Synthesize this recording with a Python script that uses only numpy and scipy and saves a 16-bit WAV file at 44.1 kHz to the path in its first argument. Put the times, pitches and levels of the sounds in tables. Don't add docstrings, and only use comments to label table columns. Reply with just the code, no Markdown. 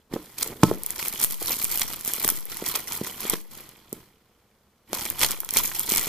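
import sys
import numpy as np
from scipy import signal
from scipy.fft import rfft, irfft, next_fast_len
from scipy.io import wavfile
from scipy.ndimage import uniform_filter1d

SR = 44100
rng = np.random.default_rng(int(sys.argv[2]) if len(sys.argv) > 2 else 0)


def master(y):
    cut = np.clip(np.atleast_2d(y).T, -1, 1)
    pcm = np.round(cut * 32767)
    wavfile.write(sys.argv[1], SR, pcm.astype(np.int16))


N = 268121
TIME = np.arange(N) / SR


def undb(db):
    return 10 ** (np.asarray(db) / 20)


def unit(x):
    return x / np.sqrt(np.mean(x ** 2) + 1e-18)


def add(out, x, start_s):
    i = max(int(start_s * SR), 0)
    out[:, i:i + x.shape[-1]] += x[..., :max(N - i, 0)]


def colour(x, points):
    size = 2 * next_fast_len(x.shape[-1])
    hz, db = np.transpose(points)
    db = np.interp(np.log(np.arange(size // 2 + 1) * SR / size + 1), np.log(hz), db)
    cepstrum = irfft(db * np.log(10) / 20)
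    cepstrum[1:size // 2] *= 2
    cepstrum[size // 2 + 1:] = 0
    return irfft(rfft(x, size) * np.exp(rfft(cepstrum)))[..., :x.shape[-1]]


def resonance(hz, octaves, skirt_db):
    octaves_away = np.arange(-16, 17) / 4
    gain_db = -skirt_db * np.log10(1 + (octaves_away / octaves) ** 2)
    return np.transpose([hz * 2 ** octaves_away, gain_db])


def noise(envelope):
    # (frequency [Hz], side minus mid [dB])
    width = [(100, -19), (400, -19), (1000, -11), (2000, -7.5), (4000, -3.5), (8000, -.5), (13000, 1)]
    mid, side = envelope * rng.standard_normal((2, len(envelope)))
    side = colour(side, width)
    return np.array([mid + side, mid - side])


def room_tone():
    # (frequency [Hz], gain [dB])
    spectrum = [(12, -30.5), (20, -3.5), (70, 0.5), (92, 0), (128, -1.5), (160, -10.5), (199, 0.5),
                (319, -15), (457, -5), (571, -9.5), (1510, -14), (1880, -19.5), (15000, -28.5)]
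    return undb(-66) * unit(colour(noise(np.ones(N)), spectrum))


def stroke(start_s, length_s, db):
    grip_db_per_s, tighten_db, settle_db_per_s = 800, 2, 231
    t = TIME - start_s
    grip = grip_db_per_s * np.minimum(t, 0)
    tighten = tighten_db * (np.clip(t / length_s, 0, 1) - 1)
    settle = -settle_db_per_s * np.maximum(t - length_s, 0)
    return undb(np.maximum(db + grip + tighten + settle, -150)) ** 2


def hands():
    # (time [s], level [dB], slackness [dB])
    stir = [(0.0, -70, 0), (0.09, -81, -10), (0.14, -51.5, -5), (0.58, -51, -8), (0.8, -46.5, -6.5),
            (1.05, -40.5, -11.5), (1.38, -46, -14), (1.65, -36.5, -14), (2.42, -48.5, -7), (3.2, -41, -8),
            (3.44, -60.5, -4.5), (3.66, -53.5, -1.5), (3.86, -62, -0.5), (4.0, -57, -3), (4.17, -71.5, 0),
            (4.86, -76.5, -2.5), (4.98, -43.5, 0), (5.46, -47, -7.5), (6.08, -35, -5)]
    # (start [s], length [s], level [dB], slackness [dB])
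    pulls = [(0.132, 0.0078, -43.5, -3.5), (0.206, 0.01, -62, -17), (0.391, 0.0071, -34.5, -6.5),
             (0.411, 0.013, -30.5, -9.5), (0.46, 0.03, -41.5, -8), (0.627, 0.075, -36, -7),
             (0.894, 0.0085, -36.5, -10), (0.955, 0.038, -35, -10), (0.997, 0.068, -29.5, -11),
             (1.126, 0.028, -32.5, -9.5), (1.203, 0.017, -28.5, -8.5), (1.306, 0.012, -30.5, -13.5),
             (1.41, 0.043, -29.5, -13.5), (1.478, 0.048, -23.5, -15.5), (1.591, 0.041, -28, -13.5),
             (1.706, 0.044, -24.5, -16.5), (1.798, 0.017, -30.5, -7), (1.884, 0.054, -34, -8.5),
             (2.062, 0.02, -25, -13.5), (2.128, 0.1, -30, -12.5), (2.226, .075, -31, -10.5),
             (2.349, 0.023, -34, -13.5), (2.503, .022, -33.5, -9.5), (2.56, 0.093, -38.5, -7.5),
             (2.662, 0.041, -29.5, -8), (2.75, 0.01, -28.5, -7), (2.882, 0.079, -32, -9.5),
             (3.042, 0.036, -33, -8.5), (3.207, 0.12, -32, -6.5), (3.521, 0.084, -43.5, -8.5),
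             (3.938, 0.016, -52, -13), (4.887, .03, -53.5, -4.5), (4.941, 0.011, -30.5, -9),
             (4.983, 0.095, -32.5, -11), (5.182, .015, -30, -13), (5.211, 0.018, -20.5, -9.5),
             (5.299, 0.019, -34, -4), (5.532, .02, -30.5, -9.5), (5.563, 0.014, -20, -10.5),
             (5.636, 0.021, -23.5, -18.5), (5.748, 0.063, -27.5, -18.5), (5.889, 0.098, -22.5, -13.5),
             (6.03, .06, -29.5, -14)]
    # (start [s], length [s], relative level [dB])
    drags = [(0.119, 0.035, -38), (0.464, 0.063, -37.5), (0.603, .14, -39), (1.476, 0.026, -38),
             (3.53, .1, -55), (3.92, 0.071, -50.5), (4.902, 0.22, -46.5)]
    times, stir_db, stir_slack_db = np.transpose(stir)
    taut = undb(np.interp(TIME, times, stir_db)) ** 2
    slack = taut * undb(np.interp(TIME, times, stir_slack_db)) ** 2
    for start_s, length_s, db, slack_db in pulls:
        pull = stroke(start_s, length_s, db)
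        taut += pull
        slack += pull * undb(slack_db) ** 2
    grip_db = -46.5 + 0.7 * (10 * np.log10(slack) + 43)
    rub = undb(grip_db) ** 2 + sum(stroke(*drag) for drag in drags)
    return 10 * np.log10([taut, slack / taut, rub])


def crease(shiver_s, shiver_db, flap_db):
    t = TIME[:1024]
    click = np.zeros((2, len(t)))
    lag = rng.integers(-2, 3)
    click[[0, 1], [max(lag, 0), max(-lag, 0)]] = 1
    shiver = unit(noise(np.exp(-t / shiver_s)))
    flap = unit(colour(noise(np.exp(-t / .005)), [(3500, 0), (11000, -14)]))
    return click + (undb(shiver_db) * shiver + undb(flap_db) * flap) / np.sqrt(len(t))


def crinkle(spectrum, flips_per_s, spread_db, slide_db, facets=20):
    crackle = 0
    for hz in np.geomspace(800, 14000, facets):
        flurry = np.repeat(rng.exponential(size=N // 2048 + 1), 2048)[:N]
        at = np.flatnonzero(rng.random(N) < flurry * flips_per_s / facets / SR)
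        flip_db = spread_db * np.minimum(rng.exponential(size=len(at)), 3.5)
        flips = np.zeros((1, N))
        flips[0, at] = undb(flip_db) * rng.choice([-1, 1], len(at))
        tick = crease(shiver_s=.0014, shiver_db=-1, flap_db=-4)
        facet = colour(tick, [(hz / 1.25, 0), (hz, 11), (hz * 1.25, 0)])
        crackle += signal.oaconvolve(flips, facet, axes=1)[:, :N]
    hiss = unit(colour(noise(np.ones(N)), spectrum))
    out = unit(colour(crackle, spectrum)) + undb(slide_db) * hiss
    return out / np.sqrt(uniform_filter1d(np.mean(out ** 2, axis=0), size=1800))


def film(crinkle_db, slack_db):
    # (frequency [Hz], gain [dB])
    taut_spectrum = [(500, -33.5), (2000, -13.5), (4000, -8), (6500, -4.5), (9500, -3.5), (12500, 4.5),
                     (14500, 0), (16000, -18)]
    slack_spectrum = [(150, -6), (400, -4.5), (700, 2.5), (1050, 1.5), (2000, -1), (3400, -1), (5000, -3.5),
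                      (9000, -12.5), (16000, -28.5)]
    slide_db = np.interp(crinkle_db, [-50, -36], [-1, -9])
    taut = crinkle(taut_spectrum, flips_per_s=750, spread_db=4.9, slide_db=slide_db)
    slack = crinkle(slack_spectrum, flips_per_s=450, spread_db=4.8, slide_db=slide_db - 3)
    return undb(crinkle_db) * (undb(-1.0) * taut + undb(slack_db + 1.32) * slack)


def box_rubbing(rub_db):
    # (frequency [Hz], gain [dB])
    spectrum = [(30, -1), (70, -4), (130, -1.5), (190, -1), (250, 1), (330, 0.5), (480, -3.5), (620, -12),
                (1000, -11.5), (2000, -20.5), (6000, -42.5)]
    return undb(rub_db - 1.5) * crinkle(spectrum, flips_per_s=300, spread_db=6.5, slide_db=-10.5, facets=4)


def box_knocks():
    # (frequency [Hz], relative level [dB], 60 dB decay time [s])
    modes = [(182, -5, 0.14), (203, -8, 0.27), (300, -16, .14), (370, -10, 0.22), (380, 10, 0.016),
             (457.7, -5, 0.058), (520, -14, .12), (885, 5.5, 0.07), (1054, 5.5, 0.06), (1300, 4.5, 0.15),
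             (1480, -3, 0.1), (2150, -13, .08)]
    # (time [s], level [dB], contact pitch [Hz])
    contacts = [(0.138, -22, 267), (0.161, -27, 380), (0.165, -25, 420), (0.6332, -13.5, 900),
                (0.6338, -6, 210), (0.6406, -10, 241.5), (0.714, -15.5, 436), (1.4198, -32, 456),
                (2.251, -27, 276), (2.2893, -27.5, 1370), (2.3212, -36.5, 270), (2.624, -27, 343),
                (2.7553, -31.5, 1010), (3.014, -22.5, 273), (3.2522, -29.5, 410), (3.335, -24, 350),
                (3.3414, -30, 400), (3.929, -29, 310), (4.9318, -25.5, 526), (5.434, -38.5, 1080),
                (5.5686, -30, 450), (5.717, -33.5, 1910), (5.9202, -27, 290), (6.0705, -33.5, 340)]
    t = TIME[:SR // 3]
    ring = sum(undb(db) * np.exp(-np.log(1000) * t / t60) * np.cos(2 * np.pi * hz * t)
               for hz, db, t60 in modes)
    body = undb(-50.5) * ring + (t == 0)
    out = np.zeros((2, N))
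    for time_s, db, hz in contacts:
        scuff = undb(-29) * noise(np.exp(-t / .005))
        fingertip = [(hz / 8, -24), (hz / 2.5, -5), (hz, 0), (hz * 1.4, -3),
                     (hz * 2, -13), (hz * 3, -21), (hz * 8, -46), (hz * 20, -62)]
        knock = colour(body + scuff, fingertip)
        add(out, knock / np.std(knock[:, :220]) * undb(db), time_s - .0005)
    return out


def rasps(half_s=.0028, slips_per_s=1500):
    # (centre time [s], relative level [dB], pitch [Hz])
    skids = [(0.139, -40, 3000), (0.386, -31, 6960), (0.4293, -21, 7000), (0.636, -20, 2500),
             (1.199, -27.5, 10000), (1.23, -21, 11500), (1.82, -26, 3500), (2.246, -28.5, 1400),
             (2.756, -24.5, 3500), (3.338, -28, 1366), (4.951, -35.5, 2500), (5.236, -22, 4500),
             (5.5733, -17, 7000)]
    t = TIME[:int(4 * half_s * SR)] - 2 * half_s
    out = np.zeros((2, N))
    for time_s, db, hz in skids:
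        releases = rng.random(len(t)) < slips_per_s / SR
        slips = signal.lfilter([1], [1, -np.exp(-1 / (.0003 * SR))], releases)
        swell = np.exp(-(t / half_s) ** 2 / 2) * (.6 + slips)
        rasp = colour(noise(np.pad(swell, (0, 512))), resonance(hz, octaves=1.7, skirt_db=15))
        add(out, rasp / np.std(rasp[:, :len(t)]) * undb(db + 2.0), time_s + t[0])
    return out


def chance_snaps(crinkle_db, per_s=11, above_db=6, scatter_db=1.5, hz=10900, scatter_octaves=.22):
    still_db = -61.5
    chance = rng.standard_normal((200, 4))
    times = np.cumsum(chance[:, 0] ** 2 + chance[:, 1] ** 2) / (2 * per_s)
    levels = np.interp(times, TIME, crinkle_db)
    return [(time_s, db + above_db + scatter_db * size, hz * 2 ** (scatter_octaves * pitch))
            for time_s, db, (size, pitch) in zip(times, levels, chance[:, 2:])
            if time_s < TIME[-1] and db > still_db]


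def snaps(crinkle_db):
    # (time [s], level [dB], nominal pitch [Hz])
    big_snaps = [(0.4763, -27, 10100), (0.8348, -24, 11300), (0.8629, -18, 12200), (0.9058, -20, 11100),
                 (1.0832, -17.5, 11700), (1.215, -19, 12400), (1.2394, -8.5, 11800), (1.2456, -8, 12200),
                 (1.6264, -22.5, 11600), (1.6441, -11, 12000), (1.7751, -17.5, 12100),
                 (1.7957, -19.5, 10600), (1.817, -15, 7600), (2.0105, -30, 9500), (2.0492, -22.5, 12200),
                 (2.1362, -17.5, 10300), (2.2469, -13, 11000), (2.2633, -25, 12100), (2.2783, -8, 13000),
                 (2.2892, -12.5, 9900), (2.3017, -10, 12200), (2.4546, -29, 13200), (2.5706, -26.5, 10800),
                 (2.6629, -22.5, 9000), (2.6872, -18, 12800), (2.7599, -20.5, 11800), (2.9224, -24.5, 6800),
                 (3.2984, -9.5, 10800), (3.6915, -39, 10500), (3.9287, -26, 11040), (4.9316, -22, 6520),
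                 (4.9427, -28, 7600), (4.9852, -29, 7400), (5.0106, -28, 7300), (5.0538, -24, 7700),
                 (5.1016, -16.5, 12300), (5.2147, -15.5, 5900), (5.2326, -11.5, 5500), (5.2465, -11, 6900),
                 (5.309, -19.5, 11200), (5.3167, -21, 8900), (5.4037, -19, 13200), (5.4476, -27, 10800),
                 (5.4902, -26, 6050), (5.508, -19.5, 10800), (5.538, -20, 10900), (5.5703, -15, 9500),
                 (5.5869, -15, 9900), (5.7948, -16, 11600), (5.9014, -23, 8500), (5.92, -14, 9300),
                 (5.9802, -15, 8200), (6.0379, -24.5, 11300)]
    pan_db = np.array([[.55], [-.55]])
    out = np.zeros((2, N))
    for time_s, db, hz in big_snaps + chance_snaps(crinkle_db):
        snap = crease(shiver_s=.0012, shiver_db=-5, flap_db=-6)
        snap = colour(snap, resonance(hz * 1.12, octaves=1.1 * (10000 / hz) ** 2, skirt_db=26))
        onset_rms = np.sqrt(np.mean(snap[:, :int(.004 * SR)] ** 2, axis=1, keepdims=True))
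        add(out, snap / onset_rms * undb(db + pan_db), time_s)
    return out


def lid_reflection(x, lag_s, share):
    mirrored = np.array([np.interp(TIME - lag_s, TIME, channel, left=0) for channel in x])
    return (x + share * colour(mirrored, [(3500, 6.0), (9000, -34)])) / np.hypot(1, share / 2)


def room(x, t60_s, wet_db):
    # (frequency [Hz], gain [dB])
    spectrum = [(60, -5.5), (180, 8), (500, 1), (1500, -9.5), (5000, -1.5), (15000, -3.5)]
    t = TIME[:SR // 2]
    build_up = 1 - np.exp(-(t / 0.0051) ** 2)
    decay = np.exp(-np.log(1000) * t / t60_s)
    tail = unit(noise(build_up * decay)) / np.sqrt(len(t))
    return x + undb(wet_db) * signal.oaconvolve(x, colour(tail, spectrum), axes=1)[:, :N]


def scene():
    crinkle_db, slack_db, rub_db = hands()
    wrap = film(crinkle_db, slack_db) + snaps(crinkle_db) + rasps()
    near = lid_reflection(wrap, lag_s=0.000816, share=0.16) + box_knocks() + box_rubbing(rub_db)
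    balance = undb([[-0.9], [0.9]])
    return room_tone() + room(near, t60_s=0.3, wet_db=-14.0) * balance


def record(dry):
    top_hz = 15150
    overload = np.maximum(np.abs(dry).max(axis=0) - .8, 0)
    offset = np.tanh(signal.lfilter([.3], [1, -np.exp(-1 / (.09 * SR))], overload))
    clipped = np.clip(dry + offset * np.array([[.03], [-.015]]), -1, 1)
    return signal.sosfilt(signal.ellip(8, .2, 70, top_hz, fs=SR, output="sos"), clipped)


dry = scene()
out = record(dry)
master(out)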